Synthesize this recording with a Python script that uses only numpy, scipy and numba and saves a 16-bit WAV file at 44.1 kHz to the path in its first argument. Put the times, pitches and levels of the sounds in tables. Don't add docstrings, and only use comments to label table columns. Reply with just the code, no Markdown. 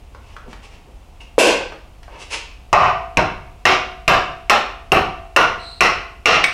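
import sys
import numpy as np
from scipy import signal
from scipy.fft import rfft, irfft
from scipy.io import wavfile
from scipy.ndimage import uniform_filter1d, minimum_filter1d
from numba import njit

SR = 44100
rng = np.random.default_rng(int(sys.argv[2]) if len(sys.argv) > 2 else 0)


def put_to_file(sound):
    columns = np.atleast_2d(sound).T
    safe = np.clip(columns, -1, 1)
    whole_steps = np.round(safe * 32767)
    wavfile.write(sys.argv[1], SR, whole_steps.astype(np.int16))


N = 287973
T = np.arange(N) / SR
RING_T = T[:SR]


def undb(db):
    return 10 ** (np.asarray(db) / 20)


def lookup(points, hz):
    f, value = np.transpose(points)
    return np.interp(np.log(hz), np.log(f), value)


def unit(x):
    return x / np.std(x)


def add(out, start_s, x):
    i = int(start_s * SR)
    out[i:i + len(x)] += x[:N - i]


def colour(x, db_at, size=4096):
    hz = np.maximum(np.arange(size // 2 + 1) * SR / size, 1)
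    cepstrum = irfft(np.log(undb(db_at(hz))))
    cepstrum[1:size // 2] *= 2
    cepstrum[size // 2 + 1:] = 0
    impulse_response = irfft(np.exp(rfft(cepstrum)))
    return signal.fftconvolve(x, impulse_response)[:len(x)]


def band(x, hz, width_hz):
    return signal.lfilter(*signal.iirpeak(hz, hz / width_hz, fs=SR), x)


def noise_bands(bands, noise):
    return sum(undb(db) * np.sqrt(SR / width_hz) * band(band(noise, hz, width_hz), hz, width_hz)
               for hz, width_hz, db in bands)


def fade(t60_s):
    return np.exp(-np.log(1000) * RING_T / t60_s)


def burst(t60_s):
    return rng.standard_normal(len(RING_T)) * fade(t60_s)


def ring(modes):
    offsets_db = 1.5 * rng.standard_normal(len(modes))
    return sum(undb(db + offset_db) * fade(t60_s) * np.sin(2 * np.pi * hz * RING_T)
               for (hz, db, t60_s), offset_db in zip(modes, offsets_db))


def stroke(start_s, length_s, attack_s, release_s):
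    rise = np.sin(np.pi / 2 * np.clip((T - start_s) / attack_s, 0, 1)) ** 2
    return rise * np.exp(-np.maximum(T - start_s - length_s, 0) / release_s)


def friction(pressure, spectrum, tilt_db_oct=0, pivot_hz=1000, catch_db=0.5):
    grip = undb(catch_db * unit(uniform_filter1d(rng.standard_normal(N), size=130)))
    noise = grip * rng.standard_normal(N)
    rub = colour(noise, lambda hz: lookup(spectrum, hz) + tilt_db_oct * np.log2(1 + hz / pivot_hz))
    return pressure * unit(rub)


# f/Hz, t60/s
ROOM_DECAY = [(100, 0.66), (400, 0.43), (1000, 0.51), (2700, .53), (5500, 0.5), (9000, 0.29), (15000, 0.27)]


def room(x, wet_db, build_s=0.0024, bands=14):
    centres_hz = np.geomspace(100, 15000, bands)
    spectrum = rfft(rng.standard_normal(len(RING_T)))
    bin_hz = np.arange(len(spectrum)) + 1
    band_index = np.interp(np.log(bin_hz), np.log(centres_hz), np.arange(bands))
    tail = np.zeros(len(RING_T))
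    for k, hz in enumerate(centres_hz):
        triangle = np.maximum(1 - abs(band_index - k), 0)
        tail += irfft(spectrum * triangle, len(RING_T)) * fade(lookup(ROOM_DECAY, hz))
    tail *= 1 - np.exp(-RING_T / build_s)
    return x + undb(wet_db) * signal.fftconvolve(x, tail / np.linalg.norm(tail))[:len(x)]


# f/Hz, relative level/dB
AIR_SPECTRUM = [(12, -33), (20, 3.5), (54, 6), (80, -1.5), (151, -13.5), (217, -16), (620, -21.5),
                (713, -14), (774, -20.5), (966, -21.5), (1680, -32.5), (2690, -27), (3650, -34.5),
                (8860, -41), (15000, -49)]


def air(noise_db=-40.5, hum_db=-63.0, mains_hz=60):
    bin_hz = np.maximum(np.arange(N + 1) * SR / (2 * N), 1)
    spectrum = rfft(rng.standard_normal(2 * N)) * undb(lookup(AIR_SPECTRUM, bin_hz))
    hum = np.sin(2 * np.pi * mains_hz * T)
    return undb(noise_db) * unit(irfft(spectrum)[:N]) + undb(hum_db) * hum


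# t/s, length/s, relative level/dB, treble tilt/(dB/oct)
HANDLING_SLIDES = [(0.145, .2, -48.5, -2), (0.41, 0.069, -41.5, -25), (0.464, 0.06, -44, 0),
                   (0.606, 0.049, -41, 0.5), (0.655, .1, -46.5, -2), (0.848, 0.043, -44.5, -27),
                   (1.194, 0.026, -42.5, 1), (2.068, 0.097, -37, -8.5), (2.164, 0.066, -33.5, 1),
                   (2.29, 0.056, -20.5, 2)]
# f/Hz, relative level/dB
SLIDE_SPECTRUM = [(100, -28), (300, -7), (450, 2.5), (750, -3.5), (1000, 5), (1400, -7), (2000, -2.5),
                  (2650, 5), (3700, -7), (5500, -7), (10000, -17.5), (15000, -67)]
# t/s, relative level/dB, f/Hz, width/Hz
HANDLING_KNOCKS = [(.148, -35.5, 735, 1630), (.365, -31.5, 980, 1810), (.478, -34.5, 240, 315),
                   (.53, -34, 1070, 2390), (1.204, -38, 2730, 500), (1.609, -26, 690, 800),
                   (1.722, -30, 680, 910), (2.031, -43, 1800, 2900), (2.08, -36, 850, 596)]


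def handling(knock_db=-13, slide_db=-3):
    out = np.zeros(N)
    for start_s, length_s, db, tilt_db_oct in HANDLING_SLIDES:
        pressure = stroke(start_s, length_s, attack_s=length_s, release_s=0.011)
        out += undb(db + slide_db) * friction(pressure, SLIDE_SPECTRUM, tilt_db_oct)
    for start_s, db, hz, width_hz in HANDLING_KNOCKS:
        knock = band(band(burst(t60_s=0.032), hz, width_hz), hz, width_hz)
        add(out, start_s, undb(db + knock_db) * unit(knock[:SR // 10]))
    return room(out, wet_db=-1.75)


# f/Hz, relative level/dB
DRAG_SPECTRUM = [(80, -55), (200, -23), (340, 4), (500, 5.5), (700, -1), (1010, 1.5), (1300, -17.5),
                 (1540, -2), (1850, -11), (2600, -2.5), (3800, -14.5), (6000, -18), (10500, -24),
                 (15500, -54)]
# f/Hz, relative level/dB, t60/s
TOOL_MODES = [(378, -13, 0.081), (509, 2.5, 0.035), (610, -30, 0.026), (1040, -28, .08), (1520, -31, .15)]


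def hollow_tool(start_s=1.3812, bump_db=13, drag_db=-16.5, breakaway_boost_db=13, low_cut_hz=300):
    edges = dict(attack_s=0.0088, release_s=0.014)
    drag = friction(stroke(start_s, length_s=0.1, **edges), DRAG_SPECTRUM)
    breakaway = friction(stroke(start_s, length_s=0.021, **edges), DRAG_SPECTRUM, tilt_db_oct=3.5)
    out = room(undb(drag_db) * (drag + undb(breakaway_boost_db) * breakaway), wet_db=0)
    add(out, start_s, undb(bump_db) * room(ring(TOOL_MODES), wet_db=-4.0))
    return signal.sosfilt(signal.butter(2, low_cut_hz, "high", fs=SR, output="sos"), out)


def ripple_db(hz, points=70):
    knots_hz = np.geomspace(200, 14000, points)
    return 2.8 * np.interp(np.log(hz), np.log(knots_hz), rng.standard_normal(points))


# f/Hz, relative level/dB
CLACK_SPECTRUM = [(60, -7), (170, -5), (270, -7.5), (370, -0.5), (540, -2), (720, 0.5), (900, -6),
                  (1200, 0), (1650, -5.5), (2850, -3.5), (3400, -15.5), (5800, -26), (7600, -34),
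                  (15000, -61.5)]
# f/Hz, relative level/dB, t60/s
HEAD_MODES = [(373.5, -3.5, 0.75), (391, -1.5, 0.35), (437, -14, 1), (504, 1.5, 0.5), (677, -6.5, 0.76),
              (674, -7.5, 1), (731, -3.5, 0.87), (757, -5.5, 0.44), (844, -24, 0.41), (1070, 3.5, 0.5),
              (1172, -1.5, 0.52), (1384, -26, .55), (1876, 2.5, 0.37), (2082, 9.5, 0.16), (2580, 3, 0.37),
              (2694, 8, 0.31), (3120, -10, 0.44), (2770, -10.5, 0.76), (3680, -12, 0.34),
              (5120, -11.5, 0.28)]


def machine_head(clack_db=29.0, modes_db=-19.0):
    push = (RING_T == 0) + undb(-39.5) * burst(t60_s=0.14)
    clack = colour(push, lambda hz: lookup(CLACK_SPECTRUM, hz) + ripple_db(hz))
    out = undb(clack_db) * room(clack, wet_db=9.43)
    return out + undb(modes_db) * room(ring(HEAD_MODES), wet_db=-13.5)


# f/Hz, width/Hz, relative level/dB
DRAWBAR_BANDS = [(4060, 350, -4), (5430, 660, -4), (6190, 290, -16)]


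def drawbar(blow_s, gain_db=-22, loose_s=5.6, loose_boost_db=4):
    gain = undb(gain_db + loose_boost_db * (blow_s > loose_s))
    return gain * noise_bands(DRAWBAR_BANDS, burst(t60_s=0.43))


def contact_crack(gain_db=10):
    core = band(band(burst(t60_s=0.017), 5200, 3100), 5650, 3100)
    skirt = band(burst(t60_s=0.012), 5500, 5300)
    return undb(gain_db) * (core + undb(-20.5) * skirt)


# f/Hz, width/Hz, relative level/dB
FACE_BANDS = [(8850, 2900, -6), (11770, 160, -13.5), (12200, 140, -17.5), (12550, 160, -14)]


def hammer_face(blow_s, gain_db=-12, peak_s=5.06, falloff_db_per_s=6):
    gain = undb(gain_db - falloff_db_per_s * abs(blow_s - peak_s))
    return gain * noise_bands(FACE_BANDS, burst(t60_s=0.057))


# t/s, force/dB, treble tilt/(dB/oct), bass thud/dB, mid clonk/dB, ping f/Hz
HAMMER_BLOWS = [(2.7289, -1.5, 1, -0.5, 14, 1050), (3.1711, -13, 1.5, 8, 6.5, 2480),
                (3.6535, -6, 4, 1, 5, 1860), (4.0788, -4.5, 1.5, 0, 7, 2490),
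                (4.497, -8, 3, -2.5, 6.5, 2270), (4.919, -7, 0, 6, 9.5, 2730),
                (5.3625, -8.5, 3, 3, 8, 1760), (5.8068, -6.5, 2.5, -2, 5, 2450),
                (6.2572, -0.5, 2.5, -3.5, 1.5, 2320)]


def hammer(tilt_hz=1400, thud_hz=420, clonk_hz=900):
    out = np.zeros(N)
    for blow_s, force_db, tilt_db_oct, thud_db, clonk_db, ping_hz in HAMMER_BLOWS:
        body = machine_head() + drawbar(blow_s)
        body = colour(body, lambda hz: tilt_db_oct * np.log2(1 + (hz / tilt_hz) ** 2) / 2)
        body = colour(body, lambda hz: thud_db / (1 + (hz / thud_hz) ** 4)
                      + clonk_db * np.exp(-2 * np.log2(hz / clonk_hz) ** 2))
        ping = ring([(ping_hz, 18, 0.012), (2750, 8, 0.02)])
        crack = contact_crack()
        face = hammer_face(blow_s)
        blow = body + crack + room(ping, wet_db=-22.0) + room(face, wet_db=-4)
        add(out, blow_s, undb(force_db) * blow)
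    return out


# f/Hz, width/Hz, relative level/dB
SQUEAK_BANDS = [(4110, 390, 1), (8200, 930, -17.5)]


def squeak(gain_db=-41):
    envelope = stroke(start_s=5.56, length_s=0.16, attack_s=0.089, release_s=0.096)
    return undb(gain_db) * envelope * noise_bands(SQUEAK_BANDS, rng.standard_normal(N))


# f/Hz, relative level/dB, t60/s
SHANK_MODES = [(2100, -2, 0.065), (2263, -2.5, 0.065), (2590, -2.5, 0.066), (3800, -10, 0.034),
               (5150, -9.5, 0.033), (5750, -19, .03), (8250, -16.5, 0.039), (9100, -28.5, .03)]


def shank(start_s=6.4405, gain_db=-7):
    out = np.zeros(N)
    clink = ring(SHANK_MODES)
    contact = undb(12) * band(band(burst(t60_s=0.039), 1800, 2000), 1800, 1900)
    add(out, start_s, undb(gain_db) * room(clink + contact, wet_db=-5.5))
    return out


def scene():
    return (hammer() + shank() + hollow_tool() + handling() + squeak() + air())[None]


@njit
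def follow(x, attack_s, release_s):
    out, level = np.empty(len(x)), 0.
    up = 1 - np.exp(-1 / (attack_s * SR))
    down = 1 - np.exp(-1 / (release_s * SR))
    for i in range(len(x)):
        level += (abs(x[i]) - level) * (up if abs(x[i]) > level else down)
        out[i] = level
    return out


def record(dry, threshold_db=-8.0, lookahead_samples=41, top_hz=15800):
    x = dry[0]
    envelope = follow(x, attack_s=0.0051, release_s=0.024)
    x = x / np.maximum(envelope / undb(threshold_db), 1)
    safe_gain = 1 / np.maximum(abs(x), 1)
    held_gain = minimum_filter1d(safe_gain, size=lookahead_samples)
    x = x * uniform_filter1d(held_gain, size=lookahead_samples)
    return signal.sosfilt(signal.ellip(8, .2, 70, top_hz, fs=SR, output="sos"), x)[None]


dry = scene()
out = record(dry)
put_to_file(out)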